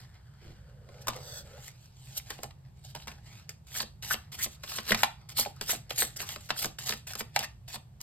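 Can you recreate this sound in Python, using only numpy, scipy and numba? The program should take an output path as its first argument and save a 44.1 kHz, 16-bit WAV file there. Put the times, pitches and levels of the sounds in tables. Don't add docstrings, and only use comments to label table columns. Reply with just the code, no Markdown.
import sys
import numpy as np
from scipy import signal
from scipy.fft import rfft, irfft, next_fast_len
from scipy.io import wavfile
from scipy.ndimage import uniform_filter1d, map_coordinates
from numba import njit

SR = 44100
rng = np.random.default_rng(int(sys.argv[2]) if len(sys.argv) > 2 else 0)


def file_out(sig):
    cols = np.atleast_2d(sig).T
    lim = np.clip(cols, -1, 1)
    pcm = np.round(lim * 32767).astype(np.int16)
    wavfile.write(sys.argv[1], SR, pcm)


N = 353682
LEFT_RIGHT = np.array([[1], [-1]])


def amp(db):
    return 10 ** (np.asarray(db) / 20)


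def unit(x):
    return x / np.sqrt(np.mean(x ** 2))


def burst(x):
    return x / np.sqrt(np.sum(x ** 2))


def along(points, hz):
    f, value = np.transpose(points)
    return np.interp(np.log(hz + 1), np.log(f + 1), value)


def colour(x, points, size=2048):
    hz = np.arange(size // 2 + 1) * SR / size
    cepstrum = irfft(np.log(amp(along(points, hz))))
    cepstrum[1:size // 2] *= 2
    cepstrum[size // 2 + 1:] = 0
    response = irfft(np.exp(rfft(cepstrum)))
    return signal.fftconvolve(x, response)[:len(x)]


@njit
def resonate(x, hz, q):
    y, band, low = np.empty(len(x)), 0., 0.
    for i in range(len(x)):
        g = np.tan(np.pi * hz[i] / SR)
        v = (band + g * (x[i] - low)) / (1 + g * (g + 1 / q))
        band, low, y[i] = 2 * v - band, low + 2 * g * v, v / q
    return y


def walk(rate):
    k = max(int(SR / rate), 1)
    steps = np.repeat(rng.standard_normal(N // k + 1), k)
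    return unit(uniform_filter1d(steps, k)[:N])


def slips(rate, spread_db, count=N):
    happens = rng.random(count) < rate / SR
    return happens * rng.standard_normal(count) * amp(spread_db * rng.standard_normal(count))


def ping(hz, q, size=1024):
    t = np.arange(size) / SR
    return burst(t * np.exp(-np.pi * hz * t / q) * np.sin(2 * np.pi * hz * t))


def even_out(response, order=61):
    spectrum = rfft(response)
    power = uniform_filter1d(np.abs(spectrum) ** 2, order, axis=1)
    hz = np.linspace(0, SR / 2, power.shape[1])
    flattened = []
    for channel, band_power in zip(response, power):
        correction = np.column_stack([hz, -10 * np.log10(band_power)])
        flattened.append(colour(channel, correction))
    return np.array(flattened)


# pitch_hz, level_db_per_hz
RUMBLE_SPECTRUM = [(20, -91.5), (38, -90), (52, -73.5), (76, -73), (102, -74), (128, -69.5), (150, -73.5),
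                   (178, -87), (203, -83.5), (250, -103), (380, -101), (800, -125)]
# pitch_hz, level_db_per_hz
AIR_SPECTRUM = [(150, -108), (350, -108.5), (600, -101.5), (850, -103.5), (1200, -111), (2000, -114),
                (4200, -116), (8000, -119), (13000, -122), (16000, -130)]
AIR_SIDE_SPECTRUM = [(200, -110), (380, -107), (650, -102), (1000, -106), (2000, -116), (4200, -118),
                     (8000, -127), (13000, -138)]


def background(rumble_side_db=-17, throb_db=0.9):
    noise = rng.standard_normal((4, N)) * np.sqrt(SR / 2)
    shared = colour(noise[0], RUMBLE_SPECTRUM, size=16384)
    side = amp(rumble_side_db) * colour(noise[1], RUMBLE_SPECTRUM, size=16384)
    rumble = shared + LEFT_RIGHT * side
    air = colour(noise[2], AIR_SPECTRUM) + LEFT_RIGHT * colour(noise[3], AIR_SIDE_SPECTRUM)
    return rumble * amp(throb_db * walk(rate=8.3)) + air


# pitch_hz, level_db
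TAIL_SPECTRUM = [(100, 14), (300, 8.5), (600, 7), (1000, 1.5), (1700, -1.5), (4000, -1.5), (8000, -3),
                 (15000, -10)]
TAIL_SIDE_SPECTRUM = [(100, -15), (400, -1), (1500, -3.5), (3500, 0), (6000, -11), (9000, -3), (13000, -34)]
# pitch_hz, level_db
SCATTER_SIDE_SPECTRUM = [(200, -11.5), (800, 4.5), (1600, 3.5), (3000, -5), (4700, -13), (6500, -4.5),
                         (9000, -4.5), (13000, -22)]


def room(x, table_db=-8, table_t60=0.032, tail_db=-12, low_t60=0.22, high_t60=0.27, size=16384):
    t = np.arange(size) / SR
    scatter_decay = (t > .0006) * amp(-60 * t / table_t60)
    near = [burst(rng.standard_normal(size) * scatter_decay) for _ in range(2)]
    low_pass = signal.butter(2, 1800, fs=SR, output="sos")
    high_pass = signal.butter(2, 1800, "high", fs=SR, output="sos")
    tails = []
    for _ in range(2):
        noise = rng.standard_normal(size) * np.clip(t / 0.004, 0, 1) ** 2
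        lows = signal.sosfilt(low_pass, noise) * amp(-60 * t / low_t60)
        highs = signal.sosfilt(high_pass, noise) * amp(-60 * t / high_t60)
        tails.append(colour(burst(lows - highs), TAIL_SPECTRUM))
    mid = (t == 0) + amp(table_db) * near[0] + amp(tail_db) * tails[0]
    scatter_side = amp(table_db) * colour(near[1], SCATTER_SIDE_SPECTRUM)
    side = scatter_side + amp(tail_db) * colour(tails[1], TAIL_SIDE_SPECTRUM)
    response = even_out(mid + LEFT_RIGHT * side)
    return signal.fftconvolve(x[None], response, axes=1)[:, :N]


def table_mirror(x, mirror_db=-7, lag_s=0.000904, sway_db=2.5):
    lag = lag_s * SR * amp(sway_db * walk(rate=3))
    late = map_coordinates(x, [np.arange(N) - lag], order=3, mode="constant")
    return (x + amp(mirror_db) * late) / np.hypot(1, amp(mirror_db))


def off_hands(x, lag_s=0.00111, sway_db=2.5, glance_db=-2):
    lag = lag_s * SR * amp(sway_db * walk(rate=4))
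    return amp(glance_db) * map_coordinates(x, [np.arange(N) - lag], order=1, mode="constant")


# start_s, length_s, level_db
PALM_BRUSHES = [(0.406, .14, -51), (1.1, 0.56, -62.5)]
# pitch_hz, relative_level_db
PALM_SPECTRUM = [(60, 4), (120, 2.5), (200, -1), (380, -3), (550, -11), (1200, -27), (3000, -53)]


def palm():
    t = np.arange(N) / SR
    swell = np.zeros(N)
    for start_s, length_s, level_db in PALM_BRUSHES:
        part = np.clip((t - start_s) / length_s, 0, 1)
        swell += amp(level_db) * np.sin(np.pi * part)
    return swell * unit(colour(slips(rate=3300, spread_db=3.0), PALM_SPECTRUM))


# start_s, length_s, start_pitch_hz, end_pitch_hz, level_db, resonance_q (of each of two passes)
CARD_SQUEAKS = [(0.5, 1.24, 510, 530, -60, 3.2), (1.139, 0.078, 486, 554, -49, 6),
                (1.219, 0.22, 530, 570, -63, 4), (1.46, .16, 527, 520, -58, 3.5),
                (3.791, 0.051, 4450, 4330, -41, 6), (3.843, 0.053, 4300, 4220, -56, 6),
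                (4.101, 0.025, 1460, 1660, -28.5, 6), (4.386, 0.05, 1550, 2540, -40, 2.7)]


def squeaks(waver_db=0.4):
    out, waver = np.zeros(N), amp(waver_db * walk(rate=60))
    noise = rng.standard_normal(N)
    for start_s, length_s, start_hz, end_hz, level_db, q in CARD_SQUEAKS:
        part = np.linspace(0, 1, int(length_s * SR))
        start = int(start_s * SR)
        span = slice(start, start + len(part))
        hz = (start_hz + (end_hz - start_hz) * part) * waver[span]
        once = resonate(noise[span], hz, float(q))
        rub = resonate(once, hz, float(q))
        out[span] += amp(level_db) * np.sin(np.pi * part) * unit(rub)
    return out


# time_s, level_db, pitch_hz (resonance of the gap under it)
DRAG_PATH = [(0, -67, 1660), (0.2, -73.5, 1600), (0.5, -66.5, 1510), (0.75, -73.5, 1500), (1.0, -70, 1450),
             (1.35, -72, 1400), (1.58, -59.5, 1340), (1.75, -79, 1350), (1.9, -100, 1330)]
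DRAG_RINGS = [9, 1.5, -1, -8.5, -15.5]


def drag(first_q=5, waver_db=2.0):
    t = np.arange(N) / SR
    time_s, level_db, pitch_hz = np.transpose(DRAG_PATH)
    gap_hz = np.interp(t, time_s, pitch_hz) * amp(0.29 * walk(rate=12))
    rub = slips(rate=7000, spread_db=5.0)
    rings = np.zeros(N)
    for k, ring_db in enumerate(DRAG_RINGS, 1):
        rings += amp(ring_db) * unit(resonate(rub, k * gap_hz, float(first_q * k)))
    return unit(rings) * amp(np.interp(t, time_s, level_db) + waver_db * walk(rate=28))


# pitch_hz, relative_level_db
SKID_SPECTRUM = [(300, -15), (600, 6), (1050, -13), (1400, 4), (2300, -15), (3000, -9), (3450, 6),
                 (4100, -3), (4680, 8), (5400, -2), (6300, 5.5), (7000, -11), (7900, 4.5), (9000, -11.5),
                 (12000, -4.5), (15000, -9)]


def skid(start_s=1.18, stop_s=1.386, edge_s=0.052, end_db=-44, growth_db=15, grain_db=1):
    t = np.arange(N) / SR
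    part = np.clip((t - start_s) / (stop_s - start_s), 0, 1)
    moving = np.clip(np.minimum(t - start_s, stop_s - t) / edge_s + 1, 0, 1)
    grain = slips(rate=17000, spread_db=-1.5) * amp(grain_db * walk(rate=190))
    return unit(colour(grain, SKID_SPECTRUM)) * moving * amp(end_db - growth_db * (1 - part) ** 2)


# pitch_hz, relative_level_db
CLAP_SPECTRUM = [(200, -29.5), (450, -7.5), (700, 7), (1600, 5), (3300, 4), (5000, 3), (9000, -19)]
# start_s, level_db, pitch_hz
CORNER_SNAPS = [(.942, -30, 695), (0.985, -36, 2320), (1.131, -23, 900), (1.579, -28, 800),
                (2.072, -36, 2400), (2.199, -23.5, 2200), (2.651, -47, 2000), (2.9694, -30, 4200),
                (3, -27, 2930), (3.0233, -27.5, 3950), (3.026, -34, 2900), (3.038, -37, 3820),
                (3.089, -28, 4520), (3.718, -30, 2000), (3.7612, -15, 1710), (3.7735, -20, 3300),
                (3.796, -17, 2000), (4.344, -22.5, 2720), (4.388, -24, 1660), (4.678, -21.5, 3400),
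                (4.895, -11.5, 1800), (4.991, -19, 2200), (5.3833, -22, 2800), (5.451, -15, 2500),
                (5.567, -33, 1300), (5.704, -10, 3000), (6.2298, -19, 1100), (6.494, -18, 1510),
                (6.564, -20, 1560), (6.582, -23, 3800), (6.629, -14, 2400), (6.876, -27, 3500),
                (6.908, -8.5, 3680), (7.11, -28, 3000), (7.163, -27, 1700), (7.428, -17, 2600),
                (7.446, -30, 2300), (7.719, -30, 2300)]


def corners(corner_q=4, snap_db=-5, snap_s=0.0019, spread_db=9, size=1024):
    out, t = np.zeros(N + size), np.arange(size) / SR
    for start_s, level_db, pitch_hz in CORNER_SNAPS:
        touches = slips(rate=10000, spread_db=spread_db, count=size) * np.exp(-t / snap_s)
        snap = burst(colour(touches, CLAP_SPECTRUM))
        start = int(start_s * SR)
        out[start:start + size] += amp(level_db) * burst(ping(pitch_hz, corner_q) + amp(snap_db) * snap)
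    return out[:N]


# start_s, level_db, pitch_factor, soft_hz (above it the contact is too soft to ring the cards fully)
DECK_KNOCKS = [(1.0815, -7, 1.06, 6000), (5.0325, 9, 1.014, 3010), (6.504, -8.5, 1.05, 2820),
               (7.362, 2.5, 0.98, 6020)]
# pitch_hz (before pitch_factor), relative_level_db, t60_s
STIFF_CARD_MODES = [(870, 2.5, 0.018), (1376, -5, 0.0077), (1740, -4.5, 0.0079), (2310, 2, 0.0092),
                    (2800, -8, .007), (3400, -0.5, 0.009), (4490, 0, 0.0063)]


def knocks(rise_s=0.0011, crack_db=-3, crack_s=0.0047, size=4096):
    out, t = np.zeros(N + size), np.arange(size) / SR
    rise = 1 - np.exp(-t / rise_s)
    for start_s, level_db, pitch, soft_hz in DECK_KNOCKS:
        ring = np.zeros(size)
        for hz, mode_db, t60_s in STIFF_CARD_MODES:
            mode = burst(np.sin(2 * np.pi * hz * pitch * t) * amp(-60 * t / t60_s))
            ring += mode * amp(mode_db) / np.hypot(1, (hz / soft_hz) ** 2)
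        touches = slips(rate=9000, spread_db=1.0, count=size) * np.exp(-t / crack_s)
        crack = colour(touches, CLAP_SPECTRUM)
        knock = burst(burst(ring * rise) + amp(crack_db) * burst(crack * rise))
        start = int(start_s * SR)
        out[start:start + size] += amp(level_db) * knock
    return out[:N]


# start_s, flick_level_db, scrape_level_db (before the hiss mix), scrape_length_s
THUMB_GRIPS = [(3.669, -33.5, -51.5, 0.11), (4.025, -45, -40, 0.039), (4.319, -23, -42, 0.041),
               (4.632, -34, -46, 0.014), (5.289, -18.5, -44, 0.037), (5.56, -33, -62, 0.033),
               (5.614, -18, -41.5, 0.026), (5.896, -34, -41, 0.037), (6.162, -9.5, -43, 0.0075),
               (6.49, -38, -39.5, 0.026), (6.786, -13, -42, 0.059), (7.07, -16, -39.5, 0.053),
               (7.68, -23, -43.5, 0.049), (8.005, -13.5, -46.5, 0.013)]
# pitch_hz, relative_level_db
TICK_SPECTRUM = [(1500, -11.5), (3500, -24), (5000, 13.5), (8500, 7.5), (12500, 6), (16000, 4.5)]


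def flicks(peak_s=0.0041, size=2048):
    out, t = np.zeros(N + size), np.arange(size) / SR
    for start_s, level_db, _, _ in THUMB_GRIPS:
        buzz = slips(rate=13000, spread_db=12.0, count=size) * t * np.exp(-t / peak_s)
        start = int(start_s * SR)
        out[start:start + size] += amp(level_db) * burst(colour(buzz, TICK_SPECTRUM))
    return out[:N]


# time_s, level_db (before the rustle mix)
HOLDING_LEVEL = [(0, -72), (.85, -67.5), (1.4, -69), (2.0, -77.5), (2.7, -83), (3.3, -74.5), (3.62, -87.5),
                 (4.0, -80.5), (4.2, -66), (5.3, -64), (6.5, -64), (7.3, -78), (8.0, -100.5)]
# full_speed_s, rise_s, glide_s, fall_s, hiss_level_db, rustle_level_db, gap_pitch_hz
CARD_SLIDES = [ (0.0, .01, 0.0046, 0.13, -53.5, -55.5, 1650), (0.142, 0.025, 0.014, 0.052, -71, -58, 1580),
               (0.432, 0.065, 0.043, 0.23, -60.5, -59, 2800), (0.93, 0.11, 0.15, 0.097, -61, -59, 1350),
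               (1.02, 0.016, 0.0066, 0.0087, -44, -63, 1644), (1.085, 0.015, .01, 0.21, -51, -44.5, 1130),
               (1.201, 0.23, 0.15, .08, -65, -59, 1100), (1.45, 0.043, 0.25, .1, -56.5, -59, 2300),
               (1.659, 0.13, 0.026, 0.035, -45.5, -56.5, 2270), (1.84, 0.19, 0.014, 0.065, -55, -63, 2600),
               (2.15, 0.35, 0.018, 0.061, -49, -56.5, 3200),
               (2.176, 0.018, 0.0046, 0.015, -27.5, -43.5, 3300),
               (2.305, 0.078, .005, 0.14, -45.5, -48.5, 2300),
               (2.435, 0.032, 0.0026, 0.056, -44.5, -55, 1500),
               (2.65, 0.021, 0.015, 0.077, -70, -68.5, 2190), (2.765, 0.034, 0.03, 0.06, -65, -69, 2400),
               (2.842, 0.025, 0.069, 0.034, -51, -59.5, 3770), (2.959, 0.006, 0.0028, 0.021, -49, -42, 897),
               (2.99, 0.087, 0.047, 0.059, -54.5, -60, 3500), (3.085, .01, .005, 0.13, -50, -51, 1593),
               (3.271, 0.091, 0.14, 0.086, -56, -56.5, 2390),
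               (3.497, 0.0095, 0.0057, 0.041, -47.5, -52, 2390),
               (3.774, 0.063, 0.02, 0.033, -31, -43, 3194), (3.815, 0.02, 0.0099, 0.012, -36.5, -50, 4170),
               (4.075, 0.02, 0.021, 0.02, -37.5, -47, 2970), (4.117, 0.051, 0.021, 0.015, -28.5, -40, 1885),
               (4.392, 0.034, 0.036, 0.057, -37.5, -48.5, 1816),
               (4.433, 0.031, 0.012, 0.018, -25, -43, 3300), (4.52, 0.05, 0.034, 0.018, -49.5, -64, 3300),
               (4.689, 0.062, 0.1, 0.042, -37.5, -45.5, 3160),
               (4.905, 0.083, 0.015, 0.027, -30.5, -34, 1980),
               (4.986, 0.06, 0.063, 0.035, -37.5, -41, 2900), (5.21, 0.084, .01, 0.13, -75, -60, 900),
               (5.379, 0.019, 0.02, 0.065, -23.5, -34.5, 4600),
               (5.701, 0.051, 0.019, 0.052, -26, -37.5, 2900),
               (5.962, 0.023, 0.015, 0.02, -37.5, -52, 3900),
               (5.989, 0.024, 0.019, 0.077, -24.5, -36.5, 3860),
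               (6.201, 0.028, 0.024, 0.033, -36.5, -40.5, 2030),
               (6.29, 0.12, 0.044, 0.063, -40, -46.5, 3100), (6.445, 0.11, 0.018, 0.078, -47.5, -60, 2380),
               (6.58, 0.037, 0.047, 0.033, -34.5, -50, 3195),
               (6.624, 0.024, 0.0059, 0.062, -30.5, -38, 3600),
               (6.868, 0.031, 0.036, 0.082, -33, -41, 4010), (7.2, 0.049, 0.0085, 0.018, -33.5, -45, 2300),
               (7.358, 0.018, .003, 0.0095, -40, -45, 2405), (7.426, 0.079, 0.023, 0.013, -40, -37, 2450),
               (7.751, 0.045, 0.0058, 0.016, -36.5, -39.5, 3580)]


def rubbing(holding_hz=1500, scrape_rise_s=.003, scrape_fall_s=0.011, scrape_rustle_db=-6, scrape_hz=2850):
    t = np.arange(N) / SR
    scrapes = []
    for start_s, _, db, length_s in THUMB_GRIPS:
        scrapes.append((start_s, scrape_rise_s, length_s, scrape_fall_s, db, db + scrape_rustle_db, scrape_hz))
    holding_db = np.interp(t, *np.transpose(HOLDING_LEVEL)) + 2.5 * walk(rate=16)
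    body = amp(holding_db) ** 2
    edge, gap = np.zeros(N), body * holding_hz
    for s, rise, glide, fall, hiss_db, rustle_db, hz in CARD_SLIDES + scrapes:
        span = slice(max(int((s - 2 * rise) * SR), 0), int((s + glide + 2 * fall) * SR))
        slowness = np.maximum((s - t[span]) / rise, (t[span] - s - glide) / fall).clip(0)
        power = amp(-20 * slowness) ** 2
        edge[span] += power * amp(hiss_db) ** 2
        body[span] += power * amp(rustle_db) ** 2
        gap[span] += power * amp(rustle_db) ** 2 * hz
    return np.sqrt(edge), np.sqrt(body), gap / body


def bending(hiss, bend_hz=6100, bend_range_db=1.5, bend_q=8, bend_db=4):
    hz = np.clip(bend_hz * amp(bend_range_db * walk(rate=14)), 2000, 13000)
    return unit(hiss + amp(bend_db) * resonate(hiss, hz, float(bend_q)))


def catches(rate=120, decay_s=0.0014, jump_db=4):
    jumps = np.abs(np.tanh(slips(rate=rate, spread_db=0)))
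    return 1 + amp(jump_db) * signal.lfilter([1], [1, -np.exp(-1 / (decay_s * SR))], jumps)


# pitch_hz, relative_level_db
EDGE_SPECTRUM = [(1500, -36.5), (3000, 2.5), (4500, 1), (6000, -1), (8000, 0), (10500, 0.5), (12500, 0.5),
                 (15500, -2.5)]
SHEET_SPECTRUM = [(100, -44), (230, 3.5), (420, 1.5), (800, 7), (1100, -4), (1700, -3), (3300, -6.5),
                  (4800, 3), (8000, -32.5)]


def sliding(edge, body, gap_hz, hiss_db=-3.5, rustle_db=-3, sheet_db=2.0, judder_db=0.8, flutter_db=1.7,
            snag_db=-9, bright_hz=9000, brighten=0.4, easy_stroke_db=-42, gap_q=2.4):
    grip = amp(judder_db * walk(rate=430) + flutter_db * walk(rate=90)) * catches()
    snags = amp(snag_db) * unit(np.tanh(slips(rate=170, spread_db=-11.5)))
    edge_slips = unit(grip * slips(rate=16000, spread_db=-1.0)) + snags
    hiss = bending(colour(edge_slips, EDGE_SPECTRUM))
    low_pass = signal.butter(2, min(bright_hz, SR / 3), fs=SR, output="sos")
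    dull = signal.sosfiltfilt(low_pass, hiss)
    hiss = dull + (hiss - dull) * (edge / amp(easy_stroke_db)) ** brighten
    sheet_slips = unit(grip * slips(rate=6500, spread_db=0.5)) + snags
    sheet = unit(colour(sheet_slips, SHEET_SPECTRUM))
    wandering_hz = np.clip(gap_hz * amp(.5 * walk(rate=27)), 300, 8000)
    gap = unit(resonate(sheet, wandering_hz, gap_q))
    rustle = unit(gap + amp(sheet_db) * sheet)
    return hiss * edge * amp(hiss_db) + rustle * body * amp(rustle_db)


# pitch_hz, relative_level_db
SNAP_SPECTRUM = [(500, -22), (1200, 1), (3000, -0.5), (5500, 4), (8000, -6), (15000, -10)]


def edge_ticks(body, tick_hz=2900, tick_q=2.5, brisk_db=-52, snap_db=3.0, ticks_per_s=260, spread_db=4,
               level_db=-2, size=1024):
    rings, snaps, count = np.zeros(N + size), np.zeros(N), int(ticks_per_s * N / SR)
    starts = rng.integers(0, N, count)
    chances = rng.standard_normal((count, 2)).clip(-1.7, 1.7)
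    for start, (pitch, strength) in zip(starts, chances):
        hz = np.clip(tick_hz * amp(3.5 * pitch), 1400, 9000)
        rings[start:start + size] += amp(spread_db * strength) * ping(hz, tick_q)
        snaps[start] += amp(spread_db * strength)
    ticks = unit(unit(rings[:N]) + amp(snap_db) * unit(colour(snaps, SNAP_SPECTRUM)))
    return ticks * body * np.tanh(body / amp(brisk_db)) * amp(level_db)


# start_s, clap_level_db, clap_pitch_hz, ringing_share (0-1), thud_level_db, tick_level_db
PACKET_CLAPS = [(0.8879, -28.5, 600, 0.5, -26.5, -46), (1.07, -10, 1070, 0.8, -27, -8),
                (1.0813, -4.5, 1170, 0.7, -11, 0), (1.0879, -9, 1100, 0.94, -25, -32),
                (1.162, -23, 530, 0.2, -24, -17.5), (1.68, -23.5, 2170, 0.6, -49, -16.5),
                (2.3036, -10.5, 1800, 0.3, -18.5, -8.5), (2.388, -21.5, 670, 0.77, -22, -36),
                (2.432, -15, 615, 0.4, -28, -7.5), (2.4403, -16, 800, 0.86, -22, -33),
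                (2.5067, -28.5, 870, 0.2, -54, -37), (2.9492, -14, 904, 0.48, -25, -15),
                (3.0717, -17.5, 880, 0.7, -21.5, -19), (3.0798, -14.5, 2320, 0.35, -34, -16),
                (3.116, -23, 2500, 0.6, -32, -26), (3.4921, -21, 2310, 0.7, -30.5, -8.5),
                (3.7502, -17, 2160, 0.4, -34, -22), (3.8028, -3, 4350, 0.68, -20.5, -19),
                (3.8277, -15.5, 3260, 0.2, -20.5, -14), (4.109, -1.5, 1424, 1, -46, -30),
                (4.14, -7, 3040, 0.3, -15.5, -25), (4.151, -19, 1220, 0.4, -29, -26.5),
                (4.46, -15.5, 734, 0.13, -18, -39), (4.635, -15, 1440, 0.14, -22.5, -15),
                (4.7183, -14.5, 1270, 0.26, -43, -14.5), (4.7846, -7, 1270, 0.09, -18.5, -38.5),
                (4.9065, -1.5, 3520, 0.75, -3.5, -9), (4.9196, 6.5, 1880, 0.74, -4, -5.5),
                (4.9454, 0, 2060, 0, -14.5, -5), (5.032, 2.5, 1600, 0.37, -22, 3.5),
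                (5.3891, -7.5, 880, 0.7, -12.5, -15.5), (5.398, -21, 5000, 0.7, -30, 4.5),
                (5.4597, -8, 778, 0.91, -13.5, -33), (5.6109, -9.5, 1060, 0.12, -14, -7),
                (5.693, -9, 1400, 0.3, -18, -3), (5.731, -11, 684, 0.6, -21.5, -25),
                (5.748, -17, 800, 0, -18.5, -22), (5.9062, -7.5, 3370, 0.32, -16, -10.5),
                (6.0212, -1.5, 1640, 0.28, -11, -8), (6.202, -10.5, 2420, 0.35, -22, -19),
                (6.2896, -12.5, 3260, 0.66, -44, -10), (6.3593, -14.5, 2900, 0.04, -21.5, -19.5),
                (6.5037, 0, 1480, 0.06, -16, -17), (6.6444, -6.5, 2120, 0.01, -10.5, -1.5),
                (6.657, -13.5, 690, 0.5, -15, -4), (6.786, -14.5, 3150, 0.3, -43, -18),
                (6.8928, -3.5, 4400, 0.67, -16.5, -3), (6.9229, -7, 3220, 0.04, -19.5, -19),
                (6.935, -16, 2500, 0.1, -24, -12), (7.1343, -18.5, 1510, 0.4, -38, -11),
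                (7.153, -15.5, 1340, 0.27, -22, -9), (7.206, -8.5, 1360, 0.2, -14, -25),
                (7.362, 2, 2700, 0.35, -34, 0), (7.3913, -10, 3060, 0.85, -21, -1),
                (7.7604, -19, 918, 0.6, -24.5, -29.5)]
# pitch_hz, relative_level_db
THUD_SPECTRUM = [(60, -5.5), (150, -6.5), (230, -0.5), (340, -5.5), (480, -2.5), (620, -2.5), (1000, -38),
                 (2500, -60)]


def claps(clap_db=1.1, thud_db=0.9, tick_db=-3.0, thud_slower=2.0, ring_faster=1.0, tick_slower=1.4,
          rattle_db=-4, clap_q=4.5, contact_s=0.0018, contact_law=0.041, size=8192):
    out, t = np.zeros(N + size), np.arange(size) / SR

    def contacts(length_s):
        return slips(rate=5000, spread_db=6, count=size) * np.exp(-t / max(length_s, 1e-4))

    for start_s, db, hz, share, low_db, high_db in PACKET_CLAPS:
        share = np.clip(share, 0, 1)
        length_s = contact_s / amp(db) ** contact_law
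        tick = burst(colour(contacts(length_s * tick_slower), TICK_SPECTRUM)) * amp(high_db + tick_db)
        broad = burst(colour(t * contacts(length_s), CLAP_SPECTRUM))
        rattle = burst(resonate(t * contacts(length_s * ring_faster), np.full(size, float(hz)), clap_q))
        ring = burst(ping(hz, clap_q, size=size) + amp(rattle_db) * rattle)
        clap = burst(np.sqrt(share) * ring + np.sqrt(1 - share) * broad) * amp(db + clap_db)
        thud = burst(colour(t * contacts(length_s * thud_slower), THUD_SPECTRUM)) * amp(low_db + thud_db)
        start = int(start_s * SR)
        out[start:start + size] += clap + thud + tick
    return out[:N]


# pitch_hz, side_level_db
WIDTH_SPECTRUM = [(500, -11.5), (1200, -17), (2500, -5.5), (4500, -7.5), (8000, -14), (13000, -23)]


def scene():
    edge, body, gap_hz = rubbing()
    above_table = sliding(edge, body, gap_hz) + edge_ticks(body) + skid()
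    rubs = table_mirror(above_table) + drag()
    impacts = claps() + knocks() + corners() + flicks()
    side = colour(sliding(edge, body, gap_hz) + off_hands(impacts), WIDTH_SPECTRUM)
    width = LEFT_RIGHT * (side + amp(-9) * skid())
    return room(rubs + impacts + squeaks() + palm()) + width + background()


# pitch_hz, lead_radians
PORT_LEAD = [(1700, 0), (2700, 1.3), (4500, 1.7), (5900, 3.2), (6600, 3.7), (7600, 6.1), (8800, 6.7),
             (9700, 9.3), (10800, 9.6), (11850, 12.45), (13200, 12.75), (14050, 15.5), (15900, 16.2)]
# pitch_hz, level_db
PORT_LEVELS = [(60, -1), (110, -0.5), (200, -3.5), (380, -2.5), (700, -1.5), (1290, 5.5), (2380, 0),
               (4400, -2), (8120, 0), (15000, -1)]


def record(dry):
    size = next_fast_len(N + 4096)
    hz = np.arange(size // 2 + 1) * SR / size
    balance = amp(LEFT_RIGHT * along(PORT_LEVELS, hz) / 2)
    lead = np.exp(1j * LEFT_RIGHT * along(PORT_LEAD, hz) / 2)
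    heard = irfft(rfft(dry, size) * balance * lead, size)[:, :N]
    top_cut = signal.ellip(10, .2, 80, 15900, fs=SR, output="sos")
    return signal.sosfilt(top_cut, heard)


dry = scene()
out = record(dry)
file_out(out)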